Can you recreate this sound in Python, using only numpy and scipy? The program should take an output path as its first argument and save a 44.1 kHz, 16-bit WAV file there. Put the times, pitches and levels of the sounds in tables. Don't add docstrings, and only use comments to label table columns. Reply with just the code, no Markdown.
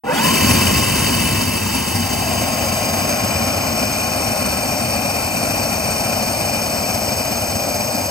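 import sys
import numpy as np
from scipy import signal
from scipy.fft import rfft, irfft, next_fast_len
from scipy.io import wavfile
from scipy.ndimage import map_coordinates

SR = 44100
rng = np.random.default_rng(int(sys.argv[2]) if len(sys.argv) > 2 else 0)


def digitize_waveform(pressure):
    field = np.atleast_2d(pressure).T
    bounded = np.clip(field, -1, 1)
    quanta = np.round(bounded * 32767).astype(np.int16)
    wavfile.write(sys.argv[1], SR, quanta)


N = 357210

# time in seconds, blade-passing rate in Hz.
BLADE_RATE = [(.04, 421), (.075, 496.6), (.1, 524.7), (.125, 603), (.152, 775), (.19, 870.3), (.23, 980),
              (.28, 1043), (.35, 1072), (8.1, 1075)]
# time in seconds, gain in dB.
AIR_GAIN = [(0.04, 4), (0.25, 5.5), (0.55, 6), (0.85, 4), (1.25, 2.5), (1.6, 0.5), (2.1, 0.15), (3.1, 0.2),
            (4.6, -0.56), (6, 0.02), (8.1, -0.65)]
# frequency in Hz, relative spectral density in dB.
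RUMBLE_SPECTRUM = [(16, -60), (32, -32), (62, -6), (92, 1), (139, -4), (183, -4), (224, 1.5), (361, -11.5),
                   (480, -21), (620, -26), (1060, -120)]
# centre in Hz, width in Hz, then relative level in dB,
# left minus right in dB and left lead in radians from afar, then those three from close by.
SILENCER_MODES = [(530, 270, -1, -2, 2.06, -20.5, -7, 0.71), (608, 171, -0.5, -6.5, 2, 1.5, 4, 0.69),
                  (775, 166, -6.5, -13, -5, -3.5, 7.5, 0.67), (954, 235, -1.5, 7, 0.8, -8, 4, 2)]
PIPE_MODES = [(1304, 445, -6, 3.8, -0.19, -3, 4, 0.5), (1635, 126, -4.5, 3.9, 1, -5.5, 3, 1.8),
              (2050, 345, -2, 3, 0.76, -7.5, 6, 0.4), (2405, 121, 1, 6, -.2, 5.5, 7.5, -1.5),
              (2560, 67, -9, 2, .6, 2.5, 8, -2), (2645, 87, 8.5, 5.4, -.2, 5, 2, -2.5),
              (2964, 112, 6, 5.3, -1.2, 1.5, -2, 2), (3235, 195, -11.5, 1.8, -0.84, -11, 5, -2),
              (3776, 300, -6.5, 1.6, -1.37, -9.5, -3, -2)]
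VALVE_MODES = [(4388, 154, 0.5, 6, -1.9, -3, 1.5, 0.72), (4578, 83, 4, -8.5, 0, 0, 6.5, 1.5),
               (4960, 240, -2.5, -8, -.5, 1, -1.5, 0.82), (5544, 135, 1, 11, 1.1, 0, 6.5, 1.1),
               (5960, 210, -2.5, 1.5, 0.8, -5, 1.5, 1.8), (6412, 156, -4.5, 3, -0.26, 0.9, 2, 0.2),
               (6690, 190, -6.5, 1, 0, -19, 0, 2), (6910, 105, -8, 0, -0.81, -12.5, 0, 1),
               (7400, 160, -3.5, 0, 0.5, -8, -2, 1), (7860, 174, -2.5, 0, -0.09, -4, 0, -1),
               (8190, 250, -4.5, 1, 0.069, -5, -.6, .5), (8610, 107, 0.5, -1, 1.4, 1.9, 0.5, 2),
               (9640, 110, -8, 0, 0.89, -43, -4, 11), (10393, 77, 3, -0.5, 0.85, 5.5, -0.5, -3),
               (11160, 280, -5, 0, 0.029, -16.5, 1, 1.2), (12000, 360, -5, 0, -0.13, -8, 1, 0.54),
               (12530, 270, -30, 0, 0, -8, -1, 0.4), (14000, 440, -14, 0, 0.58, -16, 0, 1),
               (14540, 390, -15, 0, 0.81, -9.5, 0, 1.4), (15500, 310, -2, -1, 1.6, -13, 0, -3)]
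# centre in Hz, Gaussian width in Hz, left gain in dB, right gain in dB.
BOUNCE_BANDS = [(2502, 86, -5, -4), (2850, 65, -3, -3), (4316, 158, -6, -4), (4936, 166, 3, -1),
                (5462, 122, -6, -4), (6434, 129, 2, 2), (6999, 121, -5, -5), (7603, 146, 3, 3),
                (7986, 109, -8, -8)]
# time in seconds, frequency ratio.
BOUNCE_SHIFT = [(2, 1.0), (2.8, 1.02), (3.4, 1.064), (4, 1.104), (4.6, 1.144), (5.4, 1.148), (6, 1.133),
                (6.6, 1.099), (7.3, 1.076), (8.1, 1.07)]
# time in seconds, centre in Hz, gain in dB.
ROAR_GAP = [(1.1, 800, -2), (1.6, 747, -2), (2.0, 590, -0.5), (2.35, 450, -2), (2.9, 418, -1.5)]
# time in seconds, base level in dB.
TONE_LEVEL = [(0.1, -36), (0.25, -33.5), (0.36, -38.5), (0.7, -39), (1.8, -46), (2.8, -42), (4.2, -44.3),
              (5.6, -47.5), (7.3, -52)]
# multiple of the blade rate, relative level in dB at rest.
WHINE_PARTIALS = [(1.27, -12), (1.722, -2), (1.999, -7), (2.301, -10), (2.8, -10.5), (3, -12.5), (4, -13.5),
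                  (5, -21)]
# centre in Hz, width in Hz, ringing gain in dB.
PORT_MODES = [(514, 22, 11), (597, 22, 7), (795, 26, 4), (942, 29, 11), (1026.5, 43, 12), (1340, 33, 1),
              (1440, 55, 10), (1535, 36, 10), (1610, 32, 7), (1690, 40, 16), (1985, 86, 8), (2490, 60, 13),
              (2610, 55, 7), (3100, 75, 13), (3300, 89, 21)]
# time in seconds, centre in Hz, level in dB at full speed.
HOLLOW_PATH = [(0.3, 1000, -33), (1.3, 965, -41), (1.8, 890, -36.5), (2.25, 743.6, -30), (2.9, 680, -36)]
# multiple of the shaft rate, level in dB at full speed.
HUM_PARTIALS = [(1, -49.5), (2, -38)]

# base level in dB, growth in dB per tenfold speed, drift in dB per second.
RUMBLE_LAW, SILENCER_LAW = (-23.5, 17, -0.55), (-31.5, 1.8, 0.0)
PIPE_LAW, VALVE_LAW = (-26, 35, -0.74), (-25.6, 49, -0.016)
BLADES = 22
SWITCH_ON_S, RISE_S = 0.036, 0.064
FACING_DB, FACING_S = 6, (2.07, 2.43)
SPUTTER_DB, SPUTTER_HZ, SLIP_RAD, SLIP_HZ = 5.5, 84.7, 1.5, 75


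def airflow(shaft_rad, speed):
    swell_db, = curves(AIR_GAIN)
    flutter_db = 0.097 * wobble(15) + 0.83 * wobble(70) + 0.33 * np.sin(shaft_rad)
    rumble = amp(flow_db(RUMBLE_LAW, speed) + 0.29 * wobble(16)) * vacuum_build(housing_rumble())
    roar = amp(flow_db(SILENCER_LAW, speed) + FACING_DB * ramp(*FACING_S))
    roar = roar * duct(SILENCER_MODES, direct=0.87, move_s=(1.8, 2.55))
    ring = amp(flow_db(PIPE_LAW, speed)) * duct(PIPE_MODES, direct=0.9, move_s=(2.17, 3.48))
    hiss = amp(flow_db(VALVE_LAW, speed)) * duct(VALVE_MODES, direct=0.95, move_s=(1.77, 3.2))
    stream = rumble + moving_filter(roar, roar_gap_db) + moving_filter(ring + hiss, steel_bounce_db)
    return amp(swell_db + flutter_db) * stream


def flow_db(law, speed):
    base_db, growth_db, drift_db_per_s = law
    return base_db + growth_db * np.log10(speed) + drift_db_per_s * np.arange(N) / SR


def housing_rumble(pan_db=1.5, lead_ms=0.39, direct=0.98):
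    hz = np.geomspace(10, SR / 2, 600)
    points_hz, db = np.transpose(RUMBLE_SPECTRUM)
    power = amp(np.interp(np.log(hz), np.log(points_hz), db)) ** 2
    shared = direct * power * np.exp(2j * np.pi * hz * lead_ms / 1000)
    return stereo_noise(hz, power * amp(pan_db), power * amp(-pan_db), shared)


def vacuum_build(rumble, below_hz=135, start_db=-14.5, build_s=(0.2, 0.46)):
    throb = signal.sosfiltfilt(signal.butter(4, below_hz, fs=SR, output="sos"), rumble)
    gain = amp(start_db * (1 - ramp(*build_s)))
    return rumble + throb * (gain - 1)


def duct(modes, direct, move_s):
    centre_hz, width_hz, *columns = np.transpose(modes)
    far = turbulence(centre_hz, width_hz, *columns[:3], direct)
    close = turbulence(centre_hz, width_hz, *columns[3:], direct)
    closeness = ramp(*move_s)
    return np.sqrt(1 - closeness) * far + np.sqrt(closeness) * close


def turbulence(centre_hz, width_hz, db, pan_db, lead_rad, direct):
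    hz = np.linspace(0, SR / 2, 4097)
    detuning = (hz[:, None] - centre_hz) / width_hz
    power = (amp(db) / (1 + 2 * detuning ** 2)) ** 2
    shared = direct * power @ np.exp(1j * lead_rad)
    return stereo_noise(hz, power @ amp(pan_db), power @ amp(-pan_db), shared)


def steel_bounce_db(hz, time_s):
    far_hz = hz / np.interp(time_s, *np.transpose(BOUNCE_SHIFT))
    return sum(np.multiply.outer(ears_db, np.exp(-((far_hz - centre_hz) / width_hz) ** 2 / 2))
               for centre_hz, width_hz, *ears_db in BOUNCE_BANDS)


def roar_gap_db(hz, time_s, width_hz=88):
    points_s, centre_hz, db = np.transpose(ROAR_GAP)
    offset_hz = hz - np.interp(time_s, points_s, centre_hz)
    return np.interp(time_s, points_s, db) * np.exp(-(offset_hz / width_hz) ** 2 / 2)


def impeller_whine(blade_rad, speed, strain_db=5.5, rough_rad=0.84, waver_db=1.5, lead_rad=1.12):
    strain = np.sqrt(np.clip(1 - speed, 0, 1))
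    phase_rad = blade_rad + 0.25 * wobble(13) + rough_rad * strain * wobble(170.3)

    def partial(multiple):
        sputter = amp(SPUTTER_DB * np.sqrt(strain) * wobble(SPUTTER_HZ))
        slip_rad = SLIP_RAD * np.sqrt(strain) * wobble(SLIP_HZ)
        return sputter * np.sin(multiple * phase_rad + slip_rad + np.array([[lead_rad], [0]]))

    tone = partial(1) + strain * sum(amp(db) * partial(multiple) for multiple, db in WHINE_PARTIALS)
    base_db, = curves(TONE_LEVEL)
    level_db = base_db + strain_db * strain + waver_db * np.array([wobble(15), wobble(20)])
    return np.sqrt(2) * amp(level_db) * tone


def port_ringing(tone):
    size = next_fast_len(N + SR // 2)
    hz = np.fft.rfftfreq(size, 1 / SR)
    ring = sum(amp(db) * 1j * hz * width_hz / (centre_hz ** 2 - hz ** 2 + 1j * hz * width_hz)
               for centre_hz, width_hz, db in PORT_MODES)
    return irfft(rfft(tone, size) * (1 + ring), size)[:, :N]


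def hollow_band(speed, width_hz=190, lead_rad=0.67, pan_db=8):
    centre_hz, db = curves(HOLLOW_PATH)
    phase_rad = 2 * np.pi * np.cumsum(centre_hz) / SR + np.array([[lead_rad], [0]])
    band = wobble(width_hz) * np.cos(phase_rad) + wobble(width_hz) * np.sin(phase_rad)
    return speed ** 2 * amp(db) * unit_rms(pan(band, pan_db))


def motor_hum(shaft_rad, speed, pan_db=-0.5):
    hum = sum(amp(db) * np.sin(multiple * shaft_rad + 0.33 * wobble(5)) for multiple, db in HUM_PARTIALS)
    return pan(np.sqrt(2) * speed ** 2 * hum, pan_db)


def stereo_noise(hz, left_power, right_power, shared_power):
    size = next_fast_len(N)
    common, separate = rfft(rng.standard_normal((2, size)))
    per_bin = lambda gain: np.interp(np.fft.rfftfreq(size, 1 / SR), hz, gain)
    common_gain = np.conj(shared_power) / np.sqrt(left_power)
    separate_gain = np.sqrt(np.abs(right_power - np.abs(common_gain) ** 2))
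    left = common * per_bin(np.sqrt(left_power))
    right = common * per_bin(common_gain) + separate * per_bin(separate_gain)
    return unit_rms(irfft([left, right], size)[:, :N])


def moving_filter(pair, gain_db):
    hz, time_s, spectra = signal.stft(pair, SR, nperseg=1024)
    _, filtered = signal.istft(spectra * amp(gain_db(hz[:, None], time_s)), SR, nperseg=1024)
    return filtered[:, :N]


def amp(db):
    return 10 ** (np.asarray(db) / 20)


def pan(sound, db):
    return sound * amp([[db / 2], [-db / 2]])


def unit_rms(pair):
    return pair / np.sqrt(np.mean(pair.mean(0) ** 2) + 1e-20)


def curves(rows):
    time_s, *columns = np.transpose(rows)
    return [np.interp(np.arange(N) / SR, time_s, column) for column in columns]


def wobble(rate_hz):
    knots = rng.standard_normal(int(N * rate_hz / SR) + 4)
    return map_coordinates(knots, [np.arange(N) * rate_hz / SR])


def ramp(start_s, end_s):
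    return np.clip((np.arange(N) / SR - start_s) / (end_s - start_s), 0, 1)


def scene():
    blade_hz, = curves(BLADE_RATE)
    blade_rad = 2 * np.pi * np.cumsum(blade_hz) / SR
    shaft_rad = blade_rad / BLADES
    speed = blade_hz / blade_hz[-1]
    whine = port_ringing(impeller_whine(blade_rad, speed))
    hum = motor_hum(shaft_rad, speed)
    air = airflow(shaft_rad, speed) + hollow_band(speed)
    onset = np.sqrt(ramp(SWITCH_ON_S, SWITCH_ON_S + RISE_S))
    return onset * (air + whine + hum)


def record(dry, top_hz=15800):
    size = next_fast_len(N + SR // 2)
    passband = np.fft.rfftfreq(size, 1 / SR) < top_hz
    return irfft(rfft(dry, size) * passband, size)[:, :N]


dry = scene()
out = record(dry)
digitize_waveform(out)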